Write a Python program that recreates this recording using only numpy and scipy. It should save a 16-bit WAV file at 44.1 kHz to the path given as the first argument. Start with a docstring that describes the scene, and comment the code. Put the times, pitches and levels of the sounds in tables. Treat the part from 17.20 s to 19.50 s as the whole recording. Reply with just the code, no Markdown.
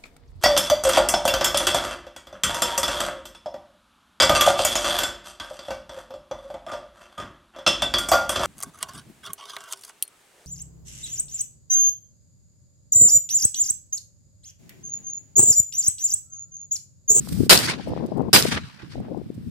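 """First, wind rumbles and flutters on two microphone ports and clothing rustles as a shotgun comes up.
Then two shots ring out on an open hillside, close enough to overload the microphone. After each one,
the gun's action clacks, and bushes and slopes send back echoes over a long fading roll.
Nearly every sound is shaped random noise; single wind eddies and small flutters add sharp kicks."""
import sys
import numpy as np
from scipy import signal
from scipy.fft import rfft, irfft, next_fast_len
from scipy.io import wavfile
from scipy.ndimage import uniform_filter1d, map_coordinates

SR = 44100
rng = np.random.default_rng(int(sys.argv[2]) if len(sys.argv) > 2 else 0)


def generate_wav(signal):
    """Clip the signal to [-1, 1] and save it as 16-bit WAV at the path in sys.argv[1]."""
    frames = np.transpose(np.atleast_2d(signal))
    scaled = np.clip(frames, -1, 1) * 32767
    pcm = np.round(scaled).astype(np.int16)
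    wavfile.write(sys.argv[1], SR, pcm)


N = 101429
T = np.arange(N) / SR  # time of every sample, s


def amp(db):
    """Turn decibels into a gain."""
    return 10 ** (np.asarray(db) / 20)


def unit(x):
    """Scale to an rms of 1, taken over everything in x."""
    return x / np.sqrt(np.mean(x ** 2) + 1e-20)


def along(points, hz):
    """Read a table of (frequency, value) at any frequency, on a log axis."""
    f, v = np.transpose(points)
    return np.interp(np.log(hz + 1), np.log(f + 1), v)


def curves(rows):
    """Draw straight lines between the rows: one curve for each column after the time."""
    times, *columns = np.transpose(rows)
    return [np.interp(T, times, column) for column in columns]


def wobble(rate):
    """A smooth random curve with this many random points a second."""
    return map_coordinates(rng.standard_normal(2048), [T * rate], mode="wrap")


def two_wobbles(rate):
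    """A separate random curve for each port."""
    return np.array([wobble(rate), wobble(rate)])


def filtered(x, response):
    """Change the strength of each frequency in x by the given response."""
    m = next_fast_len(N + 8192)
    spectrum = rfft(x, m) * response(np.fft.rfftfreq(m, 1 / SR))
    return irfft(spectrum, m)[..., :N]


def bell(hz, centre, octaves):
    """A bell-shaped bump around a centre frequency, on an octave scale."""
    return np.exp(-.5 * (np.log2((hz + 1) / centre) / octaves) ** 2)


def swell(s, width):
    """A bell-shaped envelope around time s."""
    return np.exp(-.5 * ((T - s) / width) ** 2)


def colour(points, loss_db_per_khz=0):
    """The gain of a spectrum; a positive loss dulls the treble and a negative one brightens it."""
    return lambda hz: amp(along(points, hz) - loss_db_per_khz * hz / 1000)


def panned(db):
    """Left and right gains that differ by db and keep the total power the same."""
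    g = amp(np.array([np.atleast_1d(db), -np.atleast_1d(db)]) / 2)
    return g / np.sqrt(np.mean(g ** 2, axis=0))


def noise(gain):
    """Unrelated noise at each port, shaped by a gain and scaled to rms 1."""
    return unit(filtered(rng.standard_normal((2, N)), gain))


# how alike sound through the air is at the two ports: (frequency [Hz], likeness [0 to 1])
LIKENESS = [(50, 0.57), (250, 0.23), (500, 0.05), (1200, .2), (4000, 0.021), (12000, 0.016)]
# how the ports differ in colour: (frequency [Hz], left minus right [dB])
PORT_COLOUR = [(100, 2), (1000, -2.5), (2700, 1.5), (4200, 4.5), (5600, 3.5), (7000, -13), (9500, -13.5),
               (12000, -7.5), (15000, -3.5)]


def airborne(gain, port_share=1):
    """Noise reaching both ports through the air: more alike in the bass, coloured by each port."""
    def response(hz):
        turn = np.arccos(np.clip(along(LIKENESS, hz), -1, 1)) / 2
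        return gain(hz) * np.array([np.cos(turn), np.sin(turn)])
    shared, opposite = noise(response)
    ports = np.array([shared + opposite, shared - opposite])
    return unit(filtered(ports, lambda hz: panned(port_share * along(PORT_COLOUR, hz))))


def patchy(x, depth_db):
    """Scatter: gain that varies at random over about 350 Hz and 23 ms, the same at both ports."""
    z = signal.stft(x, nperseg=512)[2]
    field = rng.standard_normal(z.shape[1:])
    field = uniform_filter1d(field, size=4, axis=0)
    field = uniform_filter1d(field, size=4, axis=1)
    gain = unit(amp(depth_db * unit(field)))
    return signal.istft(z * gain, nperseg=512)[1][:, :N]


# faint background hiss: (frequency [Hz], relative level [dB])
HISS_COLOUR = [(100, -13), (500, -6.5), (1500, -0.5), (5000, -5), (6500, -14), (10000, -13.5), (15000, -18)]
HISS_DB = -62.5  # before a slow random wavering


def hiss():
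    """Faint steady background hiss: shaped noise whose level wavers a little."""
    return amp(HISS_DB + 1.2 * wobble(14)) * airborne(colour(HISS_COLOUR))


# rumble before, between and after the shots, one list per stretch:
# (time [s], level before the layer gains below [dB], left minus right [dB])
RUMBLE = [
    [(0.0, -28, 1.5), (0.03, -39.5, 5), (0.08, -36, 18), (0.134, -28, -2), (0.172, -30.5, 15),
     (0.204, -25.5, 6), (0.266, -28, 5), (0.288, -35.5, -1)],
    [(0.37, -32, -4), (0.616, -41.5, 9), (0.65, -37.5, -7), (0.848, -33, 8), (0.892, -36.5, 3),
     (0.998, -32.5, 13), (1.038, -33, 3.5), (1.123, -41.5, -3)],
    [(1.2, -30, -7), (1.31, -35, 13), (1.356, -32, 2.5), (1.544, -54, -11), (1.616, -57.5, -12),
     (1.632, -43, -17), (1.662, -40, -15), (1.72, -48, 0)],
    [(1.73, -47, 11), (1.75, -32.5, 22), (1.792, -33, 0), (1.896, -40, 7), (1.942, -36.5, -4),
     (1.984, -35.5, 33), (2.044, -44, -1.5), (2.3, -39, 3)],
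]
# flutter in the gusts, one list per gust:
# (time [s], level before the layer gain below [dB], left minus right [dB])
FLUTTER = [
    [(0.0, -66, -1), (0.194, -45.5, 1.5), (0.28, -65, 1.5)],
    [(0.56, -46, 18), (0.606, -37, 25), (0.634, -66, -17), (0.668, -39, 2), (0.722, -33.5, -2),
     (0.756, -44, 10), (0.852, -31.5, 36), (0.875, -46, -5)],
    [(0.945, -43, 12.5), (0.974, -29, 41), (1.005, -30.5, 41), (1.055, -36.5, 15), (1.086, -28, 34),
     (1.11, -58.5, 11.5)],
    [(1.42, -77.5, -7), (1.72, -61, -3), (1.79, -47, 1.5), (1.87, -47.5, 5), (1.915, -43.5, -1.5),
     (1.98, -41, 33), (2.03, -57.5, 4.5), (2.3, -64, 6.5)],
]
# deep rumble, the fuller body above it, and flutter: each (frequency [Hz], relative level [dB])
RUMBLE_COLOUR = [(20, -33.5), (45, -14.5), (70, 0.5), (135, 5), (200, 1), (300, -25), (500, -45.5),
                 (1200, -81)]
BODY_COLOUR = [(80, -27), (160, 0), (250, 5), (380, -11), (600, -35.5), (1200, -65)]
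FLUTTER_COLOUR = [(80, -16), (220, 2.5), (420, -2.5), (700, -10), (1000, -17.5), (1500, -36.5), (3000, -63)]
RUMBLE_GAIN_DB, BODY_GAIN_DB, FLUTTER_GAIN_DB = 1.5, -2.5, 5  # added to the levels in the tables
RUMBLE_LUMP_DB = 3.8  # depth of the random lumps
KICKS_PER_S, KICK_SPREAD_DB = 150, 1.5  # middle value of a varying rate; spread of strength
CHURN_PER_S, CHURN_LUMP_DB = 110, 2.5  # speed and depth of the ragged air


def flutter_noise():
    """Small irregular kicks of either sign over ragged churning air, separate at each port."""
    rate = KICKS_PER_S * np.exp(two_wobbles(KICKS_PER_S))
    kick_count = np.floor(np.cumsum(rate, axis=1) / SR)
    signs = rng.choice([-1, 1], (2, N))
    strengths = amp(KICK_SPREAD_DB * rng.standard_normal((2, N)))
    kicks = np.diff(kick_count, prepend=0) * signs * strengths
    churn = noise(colour(FLUTTER_COLOUR)) * amp(CHURN_LUMP_DB * two_wobbles(CHURN_PER_S))
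    return unit(unit(filtered(kicks, colour(FLUTTER_COLOUR))) + unit(churn))


def wind():
    """Turbulence at each port: two lumpy rumbles that rise and fall together, and a flutter in the gusts."""
    db, pan = curves(np.vstack(RUMBLE))
    flutter_db, flutter_pan = curves(np.vstack(FLUTTER))

    def rumble(gain_db, spectrum, lumps_per_s):
        lumps = amp(RUMBLE_LUMP_DB * two_wobbles(lumps_per_s))
        return amp(db + gain_db) * panned(pan) * unit(lumps * noise(colour(spectrum)))
    deep = rumble(RUMBLE_GAIN_DB, RUMBLE_COLOUR, lumps_per_s=32)
    body = rumble(BODY_GAIN_DB, BODY_COLOUR, lumps_per_s=72)
    flutter = amp(flutter_db + FLUTTER_GAIN_DB) * panned(flutter_pan) * flutter_noise()
    return deep + body + flutter


# single eddies that hit a port:
# (time [s], relative level [dB], centre [Hz], width [s], left minus right [dB])
EDDIES = [(.074, -40, 654, .002, -1), (0.126, -21.5, 196, 0.0033, -4.5), (0.205, -13.5, 220, 0.0048, 35),
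          (.235, -16.5, 224, 0.0033, 24), (.266, -26.5, 233, 0.0026, -2), (0.598, -25, 400, 0.0014, 28.5),
          (0.675, -23, 427, 0.0016, 22), (0.736, -21, 456, 0.0013, 17), (0.765, -21, 397, 0.001, 24),
          (0.777, -21.5, 398, 0.00063, 18), (0.81, -22.5, 310, 0.0019, 19), (.84, -21.5, 275, 0.0037, 24),
          (0.853, -26, 346, 0.0032, 25), (0.889, -27, 300, 0.0017, -12), (0.923, -22, 373, 0.0035, 22),
          (0.996, -15.5, 428, 0.00091, 41), (1.007, -19.5, 433, 0.0013, 32), (1.015, -18, 303, 0.0025, 40),
          (1.255, -15.5, 397, 0.0031, 19), (1.636, -38.5, 202.5, 0.0073, -8),
          (1.757, -26.5, 281, 0.0015, 9), (1.782, -28, 334, 0.0017, -14), (1.803, -31.5, 367, 0.0022, -19),
          (1.885, -29.5, 397, 0.00082, -19), (1.916, -28.5, 298, 0.0098, 9),
          (1.948, -27.5, 390, 0.0014, 15), (1.974, -24, 314, 0.0019, 25), (2.017, -30, 271, 0.0021, 17),
          (2.065, -31, 161, 0.0048, -5.5), (2.104, -23, 230, 0.0017, 23), (2.18, -30, 196, 0.004, -3.5),
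          (2.276, -28, 130, .009, 10)]
EDDY_OCTAVES = 0.62  # width of the bell around the centre frequency
EDDY_KICK_S = 0.0014  # in eddies shorter than this the kick outweighs its puff


def eddies():
    """A strong eddy is one pressure kick inside a short low puff, often stronger on one port."""
    def even(x):  # same energy at each port
        return x / np.linalg.norm(x, axis=-1, keepdims=True)
    out = np.zeros((2, N))
    for s, db, centre, width, pan in EDDIES:
        band = lambda hz: bell(hz, centre, EDDY_OCTAVES)
        shape = swell(s, width)
        kick = filtered(signal.unit_impulse(N, round(s * SR)), lambda hz: 1j * band(hz))
        puff = shape * noise(band)
        eddy = even(np.sqrt(EDDY_KICK_S / width) * even(kick) + even(puff))
        out += amp(db) * panned(pan) * eddy * np.linalg.norm(shape)  # longer eddies carry more energy
    return out


# bright noise, before a random wavering: rustling cloth before the first shot,
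# then faint hiss that rises late: (time [s], level [dB])
BRIGHT_NOISE = [(0, -47.5), (.07, -45), (.15, -41), (.2, -42), (.265, -41.5), (.29, -69.5), (.5, -78.5),
                (2.0, -75.5), (2.3, -63.5)]
# swishes and ticks of cloth and grass: (time [s], level [dB], width [s])
SWISHES = [(.09, -35.5, 0.0024), (.129, -36, 0.0029), (0.686, -54.5, .01), (0.863, -48, 0.0012),
           (0.869, -52, 0.001), (0.974, -49.5, 0.00097), (0.981, -51, .001), (1.021, -52, 0.00093),
           (1.803, -57.5, 0.0016), (1.977, -57, 0.0015), (2.148, -58.5, 0.0044)]
# colour of both: (frequency [Hz], relative level [dB])
CLOTH_COLOUR = [(600, -18.5), (1200, -4), (3000, -5.5), (5000, 1), (6500, -6), (8300, 1.5), (10000, -4.5),
                (15000, -4)]


def clothing():
    """Bright noise: cloth rubs as the gun comes up, then faint hiss; brief swishes and ticks on top."""
    db, = curves(BRIGHT_NOISE)
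    steady = amp(db + 1.1 * wobble(190))
    swishes = sum(amp(level) * swell(s, width) for s, level, width in SWISHES)
    return (steady + swishes) * airborne(colour(CLOTH_COLOUR))


def rebound(s, width):
    """An echo swells up to time s and trails away."""
    u = np.abs(T - s) / width
    tail = np.exp(1 - np.sqrt(1 + (u / 1.15) ** 2))  # late on, it dies over 1.15 widths
    return np.where(T < s, swell(s, width), tail)


# echoes; the gun swings between the shots, so each shot has its own levels, before random scatter:
# (delay [s], width [s], level after first shot [dB], level after second shot [dB], treble loss [dB per kHz])
ECHOES = [(.032, .003, -13, -9.5, 1.2), (.056, .005, -20, -20, -3.5), (.072, .004, -31, -18, -1.5),
          (.112, 0.008, -25, -29.5, -0.1), (.15, 0.016, -23, -28.5, 0), (.2, .014, -22, -24.5, 1),
          (0.241, 0.0071, -28.5, -25, 3.5), (.32, 0.04, -48, -51.5, 1.5), (.48, 0.023, -49.5, -48.5, 3.5),
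          (.597, 0.022, -59, -49, 0.97), (.72, 0.022, -55, -54, 7)]
# colour of the echoes before treble and ground losses: (frequency [Hz], relative level [dB])
ECHO_COLOUR = [(60, -14), (250, 9), (700, -0.5), (1500, 3), (3000, 1), (5000, 3), (6500, -4), (9500, -4),
               (12000, -12.5), (15000, -20)]
# soft ground swallows the low mids of far echoes; the loss is per second of delay
GROUND_HZ, GROUND_WIDTH_OCTAVES, GROUND_DB_PER_S = 365, .9, 23.5
ROLL_DB, ROLL_FALL_DB_PER_S, ROLL_LOSS_DB_PER_KHZ = -36.5, 40, 1.6  # start level, fade, treble loss
ECHO_PATCH_DB = 2  # depth of the scatter


def echoes():
    """Bushes and slopes answer each shot at the same delays, over a long fading roll."""
    def distant(delay, loss):
        def gain(hz):
            ground = bell(hz, GROUND_HZ, GROUND_WIDTH_OCTAVES)
            return colour(ECHO_COLOUR, loss)(hz) * amp(-GROUND_DB_PER_S * delay * ground)
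        return airborne(gain)
    out = np.zeros((2, N))
    for delay, width, *levels, loss in ECHOES:
        envelope = sum(amp(db) * rebound(s + delay, width) * (T > s)
                       for (s, _), db in zip(SHOTS, levels))
        out += envelope * distant(delay, loss)
    roll = sum((T > s) * amp(ROLL_DB - ROLL_FALL_DB_PER_S * np.abs(T - s)) for s, _ in SHOTS)
    out += roll * distant(delay=.5, loss=ROLL_LOSS_DB_PER_KHZ)
    return patchy(out, ECHO_PATCH_DB) * amp(1.7 * wobble(170))


# clacks of the gun's action: (time [s], level [dB])
CLACKS = [(.3755, -4), (0.3789, -12), (0.3901, -11), (1.2248, -7.5)]
# colour of the steel: (frequency [Hz], relative level [dB])
CLACK_COLOUR = [(500, -11), (3000, -25), (4900, 22.5), (6500, 3.5), (15000, -28)]
CLACK_DECAY_S = .0011


def action():
    """Short steel clacks as the gun reloads: sudden noise that dies within milliseconds."""
    envelope = sum((T > s) * amp(db) * np.exp(-np.abs(T - s) / CLACK_DECAY_S) for s, db in CLACKS)
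    return envelope * airborne(colour(CLACK_COLOUR))


# the shots, with the level of the crash before overload: (time [s], level [dB])
SHOTS = [(0.2943, -3.5), (1.130, -6.5)]
# colour of the crash: (frequency [Hz], relative level [dB])
BLAST_COLOUR = [(30, -27), (70, -16), (150, -5), (400, -7), (650, -9), (1000, -6.5), (1500, -6),
                (2200, -7.5), (4000, -5), (5000, -5.5), (6000, -11), (8500, -8), (15000, -15)]
# resonances in the blast: (frequency [Hz], width [Hz], relative level [dB])
RESONANCES = [(402.6, 11, 3), (3944, 27, 3), (4700, 90, 4.5), (5230, 60, -2.5)]
ATTACK_S, HOLD_S, FALL_DB_PER_S = .001, .018, 248  # the whole blast rises, holds, then falls
RING_DB, RING_EXTRA_FALL_DB_PER_S = -5, 219.5  # on top of the blast's own fall
THUMP_DB, THUMP_HZ, THUMP_OCTAVES, THUMP_RISE_S = -10, 380, 0.63, 0.042
CRACKLE_DB, CRACKLE_PER_S = 2, 900  # depth and speed of the crackle
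BLAST_PATCH_DB = 2.3  # depth of the scatter
BLAST_PORT_SHARE = 0.47  # overload evens out the colours of the two ports


def blasts():
    """Each shot is a crackling crash that holds briefly and dies, with a ring and a hollow thump inside."""
    def resonance(f):
        return sum(amp(db) * 1j * f * w / (c * c - f * f + 1j * f * w) for c, w, db in RESONANCES)
    out = np.zeros((2, N))
    for s, db in SHOTS:
        age = T - s
        fall_db = FALL_DB_PER_S * np.maximum(age - HOLD_S, 0)
        envelope = np.clip(age / ATTACK_S, 0, 1) * amp(db - fall_db)
        crackle = unit(amp(CRACKLE_DB * wobble(CRACKLE_PER_S)))
        crash = patchy(airborne(colour(BLAST_COLOUR), BLAST_PORT_SHARE), BLAST_PATCH_DB) * crackle
        ring = amp(RING_DB - RING_EXTRA_FALL_DB_PER_S * np.abs(age)) * airborne(resonance)
        thump = amp(THUMP_DB) * airborne(lambda hz: bell(hz, THUMP_HZ, THUMP_OCTAVES))
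        thump_rise = np.clip(age / THUMP_RISE_S, 0, 1)
        out += envelope * (crash + ring + thump * thump_rise)
    return out


def scene():
    """Everything together, from the faint background hiss to the shots."""
    return hiss() + wind() + eddies() + clothing() + echoes() + action() + blasts()


CLIP_TOP = 1.0  # loudest level the microphone can give
TOP_HZ, EDGE_HZ = 15500, 120  # upper band limit and how gradually it cuts


def record(dry):
    """The microphone overloads smoothly on loud peaks, then the treble is cut at the band limit."""
    clipped = dry / (1 + np.abs(dry / CLIP_TOP) ** 4) ** (1 / 4)
    return filtered(clipped, lambda hz: .5 - .5 * np.tanh((hz - TOP_HZ) / EDGE_HZ))


dry = scene()
out = record(dry)
generate_wav(out)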